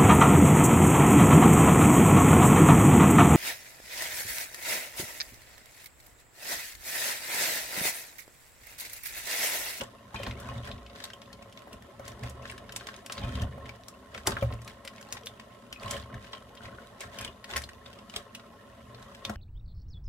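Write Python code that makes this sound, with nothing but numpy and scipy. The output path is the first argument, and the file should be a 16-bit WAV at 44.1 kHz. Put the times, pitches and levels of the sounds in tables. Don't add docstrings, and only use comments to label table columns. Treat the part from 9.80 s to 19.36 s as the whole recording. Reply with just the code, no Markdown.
import sys
import numpy as np
from scipy import signal
from scipy.fft import rfft, irfft, next_fast_len
from scipy.io import wavfile
from scipy.ndimage import uniform_filter1d

SR = 44100
rng = np.random.default_rng(int(sys.argv[2]) if len(sys.argv) > 2 else 0)


def dump(signal):
    limited = np.clip(np.atleast_2d(signal).T, -1, 1)
    pcm = np.round(limited * 32767).astype(np.int16)
    wavfile.write(sys.argv[1], SR, pcm)


def ratio_of_db(decibels):
    return 10 ** (np.asarray(decibels, float) / 20)


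N = 421596

# start_s, peak_db, pitch_hz, crack_db
BURIED_CLACKS = [(.3436, -44, 1630, -6), (.4329, -36, 2900, -10), (.4653, -35.5, 1910, -36),
                 (1.4172, -45, 1450, -15), (1.7744, -44.5, 2220, -40), (2.9622, -34.5, 7930, 2.5),
                 (3.0694, -37, 1790, -8.5), (3.1408, -43, 2180, -14), (3.2615, -40.5, 2910, -1),
                 (3.4352, -42, 3030, -35), (3.5533, -37.5, 3830, -13), (4.3765, -39, 1910, -9),
                 (4.4707, -26, 1660, 5.5), (4.7242, -43, 2130, -19), (4.817, -52, 1880, 1.5),
                 (4.8768, -41, 2320, -7), (5.0754, -36, 2000, -11), (5.3687, -38, 2060, -35),
                 (5.5972, -43, 1880, -12), (5.9264, -37, 2840, -6), (6.0797, -41.5, 2970, -7),
                 (6.5316, -35, 3080, -26), (7.3866, -34.5, 3100, -6), (7.642, -38.5, 1900, -12),
                 (7.7024, -41, 3560, -12), (7.7358, -34, 2000, -19), (7.7764, -29.5, 1900, -5),
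                 (8.297, -44, 3000, -5.5), (8.3614, -29.5, 3340, -3.5), (9.3477, -44.5, 1660, -10)]
# start_s, peak_db, pitch_hz, crack_db
TOP_CLACKS = [(.0344, -40, 7400, -11), (1.2022, -38, 1730, -26), (1.5284, -40.5, 4430, -11),
              (1.6237, -43.5, 2710, -16), (1.7245, -48, 3030, -8), (2.2787, -36, 2120, -4.5),
              (2.6978, -33.5, 2260, -18), (2.7786, -38.5, 1720, -13), (2.9218, -38, 3130, -7),
              (3.3218, -32, 4270, -3.5), (3.6184, -36, 2740, -5.5), (4.0826, -44, 6560, -0.5),
              (4.3465, -35, 2240, -18), (4.506, -37, 5000, -5), (4.8464, -55, 6100, 4),
              (5.3243, -32.5, 2060, 1.5), (6.0287, -52, 2710, -1), (6.109, -30, 8200, -1),
              (6.7506, -49.5, 3100, -3), (7.447, -30.5, 3040, -9), (7.761, -27, 1970, -16),
              (7.7651, -24, 1910, -4), (7.89, -38, 1910, -15), (9.146, -44, 4360, -29),
              (9.225, -48.5, 3960, -6), (5.459, -43, 6100, 3)]
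# start_s, peak_db, pitch_hz, crack_db
TUMBLING_CLACKS = [(.0094, -23.5, 2920, -14), (.6, -45.5, 1300, 1.5), (.6963, -37, 2920, -26),
                   (.9143, -31.5, 3520, -27), (1.2241, -37, 3950, -33), (1.2391, -28, 3900, -9.5),
                   (1.3339, -41, 3140, -10), (1.929, -36.5, 2735, -9.5), (2.4344, -34, 2170, -15),
                   (2.4965, -50.5, 1840, 6), (3.8566, -36.5, 2120, -26), (3.8921, -32, 2286, -35),
                   (4.737, -48, 3070, -5), (4.6254, -32.5, 2350, -42), (5.0494, -32, 2000, -14.5),
                   (5.2113, -42.5, 1580, -4), (5.469, -27.5, 3560, -16), (6.1294, -33, 1530, -19),
                   (6.342, -36, 1800, -20), (6.7725, -36, 3140, -54), (7.2055, -41, 2720, 5),
                   (7.411, -32.5, 1710, -8), (7.4774, -33.5, 2860, -37), (7.8186, -35, 1910, -8),
                   (7.8376, -32.5, 4150, -13), (8.549, -29, 2880, -13.5), (9.4499, -21, 3600, -22),
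                   (9.4953, -29, 1540, -13.5)]
# start_s, peak_db, pitch_hz
TURNER_TAPS = [(0.361, -36.5, 4000), (0.5103, -34.5, 2380), (0.845, -52, 1800), (1.301, -37, 1520),
               (2.654, -36, 1460), (2.8924, -36, 1640), (3.009, -37, 1600), (3.0873, -32.5, 1590),
               (3.2976, -35.5, 1800), (3.3791, -30.5, 3740), (2.998, -41, 3550), (4.519, -28.5, 1570),
               (6.443, -41.5, 1560), (6.549, -41, 3070), (6.854, -36, 1955), (8.0602, -38.5, 3700),
               (8.3388, -36.5, 2460), (8.596, -43, 1410), (0.979, -47, 3250), (1.063, -42, 3060),
               (1.0976, -45, 3730), (1.159, -50, 3430), (1.184, -50, 3520), (5.181, -43.5, 2200),
               (6.2253, -48, 2800), (6.469, -47, 2980), (8.188, -44.5, 2730), (9.5574, -41, 1630)]
# pitch_factor, level_db
SHELL_MODES = [(.88, -8.5), (1.18, -9.5), (1.45, -40)]
# freq_hz, level_db
CRACK_COLOUR = [(2000, -29), (5500, 8), (8000, 9), (11500, 4), (16000, -7)]
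# freq_hz, level_db
BODY_COLOUR = [(400, -4.5), (1500, 1.5), (3200, 4), (5200, -2.5), (11000, -36.5)]
# freq_hz, level_db
RATTLE_COLOUR = [(710, -49), (1250, -12), (1400, -1.5), (2590, -6.5), (3080, -2.5), (5650, -7.5),
                 (8170, -10), (16000, -23)]
# start_s, hold_s, rattle_db
HEAP_SHIFTS = [(0, 0.014, -42), (.345, 0.15, -47.5), (.58, 0.21, -50), (.85, 0.029, -44.5),
               (1.16, 0.12, -51.5), (2.25, 0.067, -50), (2.43, 0.045, -48.5), (2.64, 0.078, -48.5),
               (2.96, 0.22, -53.5), (3.32, 0.29, -48), (3.85, 0.093, -58), (4.345, 0.032, -50.5),
               (4.472, 0.059, -45), (4.56, 0.088, -49.5), (4.877, 0.023, -50), (5.14, 0.24, -57),
               (6.94, 0.15, -59), (6.02, 0.05, -45), (6.11, 0.038, -36.5), (6.42, 0.14, -54),
               (6.82, 0.039, -50), (7.212, 0.0087, -41), (7.33, 0.12, -46.5), (7.7, 0.077, -42.5),
               (8.06, 0.12, -56), (8.34, 0.036, -49), (9.15, 0.24, -58), (9.45, 0.076, -53.5)]
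# start_s, peak_db, pitch_hz,
# t60_s
EDGE_PINGS = [(.359, -33.5, 2450, 0.056), (.3911, -46, 1830, .04), (.403, -47, 3980, 0.044),
              (.4325, -42, 2740, .03), (.4655, -40, 4070, .02), (.5094, -41, 2100, 0.11),
              (.5095, -39, 3800, 0.015), (.5917, -48, 3500, .03), (.7842, -45, 3760, .03),
              (.8346, -45, 3100, .015), (.8461, -42, 3330, .015), (.8626, -43, 2320, 0.02),
              (.9144, -34, 4000, 0.0098), (1.3339, -36.5, 3120, 0.027), (3.2978, -31, 2900, 0.0067),
              (3.352, -43, 4500, .03), (3.388, -40, 3970, 0.027), (3.4186, -46, 3600, .02),
              (3.636, -39, 3050, .02), (3.598, -42, 3170, 0.033), (3.7254, -48, 1820, .03),
              (4.4665, -28, 2020, 0.02), (4.473, -29.5, 1410, 0.043), (4.4725, -22, 4820, 0.025),
              (4.5175, -41, 3000, .012), (4.568, -21.5, 1630, 0.012), (4.5947, -48, 3600, .04),
              (5.9262, -36.5, 3050, 0.032), (5.9606, -42, 2520, 0.056), (5.9985, -43, 4490, 0.015),
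              (6.0289, -45, 3430, 0.028), (6.0484, -45, 2850, .05), (6.061, -41, 4000, .03),
              (6.1656, -33.5, 3000, 0.021), (6.2255, -45.5, 4320, .015), (6.3023, -45, 1470, 0.034),
              (6.329, -44, 1900, .02), (6.3816, -48, 1920, 0.036), (6.5238, -52, 5600, 0.044),
              (6.572, -44, 3120, .04), (6.8072, -45.5, 1450, .05), (6.826, -50, 3020, .04),
              (6.882, -45, 2030, .03), (6.948, -50, 3300, .012), (6.985, -41, 1460, 0.056),
              (7.02, -58, 3120, 0.03), (7.2142, -38, 2240, 0.034), (7.324, -51, 1940, .03),
              (7.4771, -43, 2900, .06), (7.5265, -47, 3600, .02)]
# start_s, peak_db, pitch_hz
THIN_TICKS = [(1.0304, -51, 4500), (1.1315, -49, 2000), (1.16, -44, 4170), (1.1854, -55, 4800),
              (1.2028, -48, 6000), (1.254, -36, 4400), (1.3041, -52, 4000), (1.4175, -48, 5360),
              (1.4598, -52, 3660), (1.7002, -58, 6500), (1.774, -42, 3670), (1.792, -45, 3600),
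              (1.82, -47, 1280), (2.023, -45.5, 1830), (2.196, -48, 5970), (2.254, -44, 5500),
              (2.319, -45, 5800), (2.3934, -44.5, 5100), (2.4732, -40, 1830), (2.6251, -50, 6000),
              (2.6815, -61, 6500), (2.715, -38, 9100), (2.9617, -31, 3600), (3.0707, -38, 3500),
              (3.03, -50, 5200), (3.1639, -37.5, 6400), (3.8921, -38, 2310), (4.084, -34.5, 5600),
              (4.597, -48, 6000), (5.162, -45, 4070), (5.227, -41, 3020), (5.2696, -50, 9000),
              (5.2884, -45, 4170), (5.306, -47, 4520), (5.378, -43, 4500), (5.4113, -48, 5760),
              (5.4348, -45, 3200), (7.712, -33, 3500), (7.933, -45.5, 2670), (8.135, -46, 3140),
              (8.1889, -50, 5300), (8.339, -41, 3870), (9.4505, -29, 3710), (3.96, -50, 4970),
              (4.036, -47, 3760), (6.693, -50, 3010), (.4695, -37, 1500), (3.0687, -51, 1710),
              (2.4345, -43, 1890), (5.327, -40, 5100)]
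# start_s, hold_s, level_db
SHELL_SCRAPES = [
    (.37, 0.084, -50),
    (.6, 0.09, -73),
    (3.432, 0.013, -46),
    (3.48, .02, -53),
    (3.535, 0.022, -54),
    (3.575, .04, -65),
    (6.13, 0.038, -58),
    (7.39, 0.065, -49.5),
]
# freq_hz, width_hz, level_db
SQUEAL_MODES = [(2450, 71, -0.5), (3144, 25, 0), (3560, 160, -6)]
# start_s, peak_db, pitch_hz, plate_share_db
POT_KNOCKS = [(0.013, -31, 497, -1), (0.3425, -33.5, 930, 7.5), (.397, -38.5, 580, -24),
              (0.4679, -35, 970, 0), (0.688, -41.5, 1070, 13), (1.871, -41, 760, -3), (2.194, -40, 620, 3),
              (2.438, -42, 500, 7), (3.085, -46.5, 1090, -8), (3.298, -38.5, 1250, -8),
              (3.375, -48, 1340, 19), (3.435, -41, 670, 22), (3.621, -38.5, 645, 22.5),
              (3.776, -42.5, 614, -16), (4.346, -38, 1470, -12), (4.472, -19, 816, -4),
              (4.5671, -32, 1430, -26), (4.623, -27.5, 557, 12.5), (4.712, -40, 620, 15),
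              (5.05, -48.5, 560, -18), (5.35, -48, 1090, -16), (6.061, -39.5, 1070, -25),
              (6.534, -42.5, 1190, -26), (7.759, -40, 1070, 1), (8.362, -44.5, 428, 10),
              (9.496, -33, 676, -4)]
# freq_hz, width_hz, level_db
POT_MODES = [(342, 13, -8.5), (428, 16, -2), (555.7, 31.5, 4.5), (699, 75, 1.5), (890, 15, -9),
             (1066.6, 45, 4.5), (1305, 12, -4.5), (1363, 34, -6.5), (1630, 130, -11.5), (1910, 110, -4.5),
             (2170, 86, -22), (2460, 33, -16), (2920, 57, -7), (3600, 520, -6.5)]
# start_s, peak_db, pitch_hz, t60_s
POT_THUDS = [(0, -40, 235, 0.23), (.6, -47, 249, .3), (3.54, -35, 71, 0.44), (3.6, -39, 144, 0.24),
             (4.635, -25, 118, 0.59), (4.64, -34, 72.5, 0.65), (5.92, -55, 68, .5),
             (7.74, -38.5, 72.3, 0.96), (8.54, -59, 302, 0.14), (9.2, -57, 204, 0.5),
             (9.49, -33.5, 210, 0.19), (.76, -37, 117, 0.54), (2.42, -40, 122, 0.49),
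             (3.68, -38, 140.4, 0.36), (1.0, -43.5, 59.6, .5)]
# start_s, hold_s, force_db
PLATE_PUSHES = [(.35, 0.11, -44), (.466, 0.015, -33.5), (.56, 0.24, -43.5), (.765, 0.0071, -38.5),
                (.86, 0.06, -40), (9.0, 0.32, -56.5), (1.93, 0.012, -46), (2.2, 0.41, -49.5),
                (2.42, 0.049, -40.5), (2.55, 0.41, -51), (3.385, 0.2, -36.5), (3.62, 0.0093, -32),
                (3.72, 0.16, -46), (4.35, 0.04, -52), (4.475, 0.056, -34), (4.7, 0.028, -37),
                (4.86, 0.035, -51.5), (5.32, 0.026, -48.5), (6.02, 0.17, -41), (6.32, 0.037, -40.5),
                (6.53, 0.14, -59), (6.82, 0.12, -48.5), (7.24, 0.018, -46), (7.38, 0.086, -45.5),
                (7.7, 0.13, -52), (8.34, 0.051, -62), (9.45, 0.063, -45.5)]
# freq_hz, width_hz, level_db
PLATE_MODES = [(49, 18, -4), (73.3, 4, -4), (98, 18, -3), (120.8, 9.3, -1), (202, 26.6, -5.5),
               (261, 22.5, -8)]
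# freq_hz, level_db
HISS_COLOUR = [(18, -40), (40, -43), (221, 8.5), (400, -14.5), (1100, -37), (2980, -23), (11700, -26),
               (16000, -37)]
# freq_hz, share
MIC_LIKENESS = [(60, 0.66), (180, 1), (550, 0.66), (1650, 0.71), (4970, 0.085), (15000, 0.02)]
# freq_hz, t60_s
KITCHEN_DECAY = [(400, 0.18), (4000, 0.12), (14000, 0.13)]

LEAD_S = 0.02
BURIED_DB, TOP_DB, TUMBLING_DB, TAP_BODY_DB = -4, -9, -16.5, -9.5
TAP_CRACK_DB = -31
SIMMER_DB, DRAG_DB, DRAG_SHARE = -57, -21.5, 0.56
TICK_TURNS, TICK_GRIT = 36, 1.3
HISS_DB = -58.5
TREBLE_TOP_HZ = 15900


def clack(peak_db, hz, crack_db, body_db):
    t = np.arange(3072) / SR - LEAD_S
    after = np.maximum(t, 0)
    noise = rng.standard_normal((3, len(t)))
    phases = rng.random((len(SHELL_MODES) + 1, 2, 1))
    lag = rng.integers(-7, 8)
    pair = np.array([noise[0], 0.82 * np.roll(noise[0], lag) + 0.45 * noise[1]])

    slide = ratio_of_db(-11.5) * np.exp(np.minimum(t / 0.0055, -t / 0.0065))
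    late = ratio_of_db(-300 * after) / (1 + np.exp((t - 0.006) / 0.002))
    early = ratio_of_db(-1.0 - 60 * after / 0.053)
    echoes = np.clip(t / 0.0015, 0, 1) ** 2 * (late + early) + slide
    snap = 2.2 * np.clip(t / 0.00029, 0, 1) * np.exp(-after / 0.0014)
    bright = ratio_of_db(crack_db - 4.0) * evened(colour(pair, CRACK_COLOUR))
    crack = bright + ratio_of_db(body_db) * evened(colour(pair, BODY_COLOUR))

    hump = [(hz / 2, -40), (hz / 1.17, -10), (hz, 0), (hz * 1.12, -10), (hz * 2, -40)]
    scatter = 0.17 * evened(colour(pair, hump)) * echoes

    ring_s = 0.03
    modes = sum(ratio_of_db(db - 60 * after / ring_s) * np.sin(2 * np.pi * (hz * ratio * t + phase / 2))
                for (ratio, db), phase in zip([(0.99, 0), *SHELL_MODES], phases))
    chatter = 1 + 0.4 * evened(colour(noise[2], [(120, 7), (400, -53)]))
    ping = np.clip(t / 0.0003, 0, 1) ** 2 * modes * chatter

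    sound = crack * (echoes + snap) + scatter + ping
    return ratio_of_db(peak_db - 4.5) * sound * signal.windows.tukey(len(t), 0.2)


def shells():
    out = np.zeros((2, N + SR))
    taps = [(*row, TAP_CRACK_DB) for row in TURNER_TAPS]
    kinds = ((BURIED_CLACKS, BURIED_DB), (TOP_CLACKS, TOP_DB), (TUMBLING_CLACKS, TUMBLING_DB), (taps, TAP_BODY_DB))
    for rows, body_db in kinds:
        for start_s, *row in rows:
            add(out, start_s, clack(*row, body_db))
    return out[:, round(LEAD_S * SR):][:, :N] * pan(0.8)


def heap_shift():
    return strokes(HEAP_SHIFTS, rest_db=-62, rise_db_s=562, fall_db_s=225)


def rattle():
    t = np.arange(900) / SR
    out = np.zeros((2, N))
    grit, grain_s = 1.2, 0.015
    for hz in np.geomspace(1500, 4600, 14):
        clumps = ratio_of_db(3.7 * evened(uniform_filter1d(rng.standard_normal(N), 700)))
        tone = np.sin(2 * np.pi * (hz * t + rng.random((2, 1))))
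        tone = tone * np.minimum(t / 0.0017, 1) * 2000 / hz
        noise = grit * rng.standard_normal((2, len(t))) / 2
        grain = (tone + noise) * ratio_of_db(-60 * t / grain_s)
        hits = clumps * clicks(130, 3.9)
        out += signal.oaconvolve(hits[None], grain, axes=1)[:, :N]
    return ratio_of_db(-3.0) * heap_shift() * evened(colour(out, RATTLE_COLOUR))


def struck(rows, rise_turns, blur, rough, size):
    out = np.zeros((2, N))
    chatter = evened(uniform_filter1d(rng.standard_normal((len(rows), 2, SR // 8)), size))
    offsets = rng.uniform(-1.25, 1, (len(rows), 2))
    for (start_s, db, hz, t60), (turn, twin), wet in zip(rows, offsets, chatter):
        t = np.arange(round(t60 * SR)) / SR
        phase = blur * turn * np.array([[1], [-1]])
        tone = np.sin(2 * np.pi * hz * t + phase)
        tone = tone + 0.32 * np.sin(2 * np.pi * hz * (1 + 0.081 * twin) * t - phase)
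        tone = tone * (1 + rough * np.array([np.resize(w, len(t)) for w in wet]))
        add(out, start_s, ratio_of_db(db - 60 * t / t60) * np.minimum(t * hz / rise_turns, 1) * tone)
    return out


def pings_and_ticks():
    ticks = [(*row, TICK_TURNS / row[2]) for row in THIN_TICKS]
    pings = struck(EDGE_PINGS, 0.66, 0.65, 0.33, size=45)
    return (pings + struck(ticks, 0.49, 1.14, TICK_GRIT, size=7)) * pan(0.8)


def scrape():
    left, other = (evened(ring(clicks(900, 1.5), SQUEAL_MODES)) for _ in range(2))
    gain = strokes(SHELL_SCRAPES, rest_db=-80, rise_db_s=900, fall_db_s=500)
    return gain * np.array([left, 0.49 * left + 0.62 * other])


def knocks():
    pot, push = np.zeros(N), np.zeros(N)
    t = np.arange(4000) / SR
    for start_s, db, hz, plate_db in POT_KNOCKS:
        near = 0
        for k, (mode_hz, width, mode_db) in enumerate(POT_MODES):
            gain = (-1) ** k * ratio_of_db(mode_db / 2 - 57.5 * abs(np.log2(mode_hz / hz)))
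            decay = np.exp(-np.pi * (0.41 * width + 22) * t)
            near = near + gain * decay * np.sin(2 * np.pi * mode_hz * t)
        thump_colour = [(150, -30), (hz / 3.2, 0), (hz * 2.2, -6), (hz * 4, -30)]
        thump = evened(colour(rng.standard_normal(len(t)), thump_colour)) * ratio_of_db(-60 * t / 0.083)
        add(pot, start_s, ratio_of_db(db + 8.5) * (near + 0.29 * thump) * np.minimum(t * hz / 2.4, 1))
        add(push, start_s, ratio_of_db(db + plate_db - 62) * np.hanning(230))
    return np.array([pot, np.roll(pot, 8)]) * pan(0.6), ring(push, PLATE_MODES, 1)


def thuds():
    return struck(POT_THUDS, 0.97, 0.1, 0, size=9)


def plate_push():
    return strokes(PLATE_PUSHES, rest_db=-57, rise_db_s=458, fall_db_s=265)


def plate_rumble():
    force = plate_push()
    jolts = [clicks(700, 1.24) for _ in range(2)]
    shake, other = (ring(force * j, PLATE_MODES) / np.std(ring(j, PLATE_MODES)) for j in jolts)
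    return ratio_of_db(-1.0) * (shake + 0.082 * other * np.array([[1], [-1]]))


def drag_on_pot():
    push = plate_push()
    drag = ratio_of_db(DRAG_DB) * (ratio_of_db(-5) * push) ** DRAG_SHARE * np.tanh(push / ratio_of_db(-65))
    return np.hypot(ratio_of_db(SIMMER_DB), drag + ratio_of_db(-6.0) * heap_shift())


def bubbles():
    t, out = np.arange(1500) / SR, np.zeros(N)
    for hz in np.geomspace(350, 2600, 11):
        note = np.sin(2 * np.pi * hz * t * (1 + 3 * t))
        note = note * np.exp(-t * hz / 18.5) * np.minimum(t * hz / 2, 1)
        out += signal.oaconvolve(clicks(25, 5.0), note)[:N]
    return evened(out)


def pot_hum():
    sides = []
    for _ in range(2):
        blunt_taps = np.convolve(clicks(1300, 5.37), np.hanning(9), "same")
        sides.append(evened(ring(blunt_taps, POT_MODES)) + 0.5 * bubbles())
    return ratio_of_db(-2.5) * drag_on_pot() * spread(*sides)


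def hiss():
    frames = N // 256 + 5
    a, b, c, d, patches = rng.standard_normal((frames, 513, 5)).T
    patches = evened(uniform_filter1d(uniform_filter1d(patches, 12, 0), 12, 1))
    spectra = np.array([a + 1j * b, c + 1j * d]) * ratio_of_db(2.1 * patches)
    left, other = signal.istft(spectra, nperseg=1024, noverlap=768)[1][:, :N]
    return ratio_of_db(HISS_DB) * evened(colour(spread(left, other), HISS_COLOUR))


def kitchen(x):
    taps = np.zeros((2, SR // 2))
    at = np.arange(100, SR // 2 - 20, 20)
    at = at + rng.integers(0, 20, (2, len(at)))
    np.put_along_axis(taps, at, rng.choice([-1., 1.], at.shape), 1)
    hz, t, z = signal.stft(taps, SR, nperseg=256)
    decay = ratio_of_db(-60 * t / read(KITCHEN_DECAY, hz)[:, None])
    tail = signal.istft(z * decay, SR, nperseg=256)[1]
    return signal.fftconvolve(x, tail / np.linalg.norm(tail[0]), axes=1)[:, :N]


def strokes(rows, rest_db, rise_db_s, fall_db_s):
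    t = np.arange(0, N + 64, 64) / SR
    start, hold, db = np.transpose(rows)[:, :, None]
    rise = rise_db_s * np.maximum(start - t, 0)
    fall = fall_db_s * np.maximum(t - start - hold, 0)
    each = ratio_of_db(db - rise - fall)
    return np.interp(np.arange(N) / SR, t, np.sqrt(ratio_of_db(rest_db) ** 2 + (each ** 2).sum(0)))


def clicks(per_s, spread_db):
    where, size, sign = rng.random((round(per_s * N / SR), 3)).T
    out = np.zeros(N)
    level = ratio_of_db(spread_db * np.minimum(-np.log(1 - size), 4))
    out[(where * N).astype(int)] = level * np.sign(sign - 0.5)
    return out


def ring(x, modes, flip=-1):
    t = np.arange(SR // 2) / SR
    body = 0
    for k, (hz, width, db) in enumerate(modes):
        gain = flip ** k * ratio_of_db(db) * np.sqrt(width)
        body = body + gain * np.exp(-np.pi * width * t) * np.sin(2 * np.pi * hz * t)
    return signal.oaconvolve(x, body)[:N]


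def colour(x, points):
    size = next_fast_len(x.shape[-1])
    gain = ratio_of_db(read(points, np.fft.rfftfreq(size, 1 / SR)))
    return irfft(rfft(x, size) * gain, size)[..., :x.shape[-1]]


def spread(left, other):
    size = next_fast_len(N)
    same = np.clip(read(MIC_LIKENESS, np.fft.rfftfreq(size, 1 / SR)), 0, 1)
    right = same * rfft(left, size) + np.sqrt(1 - same ** 2) * rfft(other, size)
    return np.array([left, irfft(right, size)[:N]])


def pan(left_db):
    return ratio_of_db(np.array([[left_db], [-left_db]]))


def evened(x):
    return x / np.sqrt(np.mean(x ** 2) + 1e-20)


def read(points, hz):
    f, value = np.transpose(points)
    return np.interp(np.log(hz + 1), np.log(f + 1), value)


def add(mix, start_s, sound):
    part = mix[..., round(start_s * SR):][..., :sound.shape[-1]]
    part += sound[..., :part.shape[-1]]


def scene():
    pot, plate = knocks()
    contacts = shells() + rattle() + pings_and_ticks() + scrape() + pot
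    steady = plate_rumble() + pot_hum() + hiss()
    return contacts + ratio_of_db(-8) * kitchen(contacts) + plate + thuds() + steady


def low_pass(x):
    return signal.sosfilt(signal.butter(12, 16300, fs=SR, output="sos"), x)


def record(dry):
    bass_cut = signal.butter(4, 44, "highpass", fs=SR, output="sos")
    top_cut = signal.firwin(255, TREBLE_TOP_HZ, window=("kaiser", 9), fs=SR)
    mix = signal.oaconvolve(signal.sosfilt(bass_cut, dry), top_cut[None], "same")
    return low_pass(mix)


dry = scene()
out = record(dry)
dump(out)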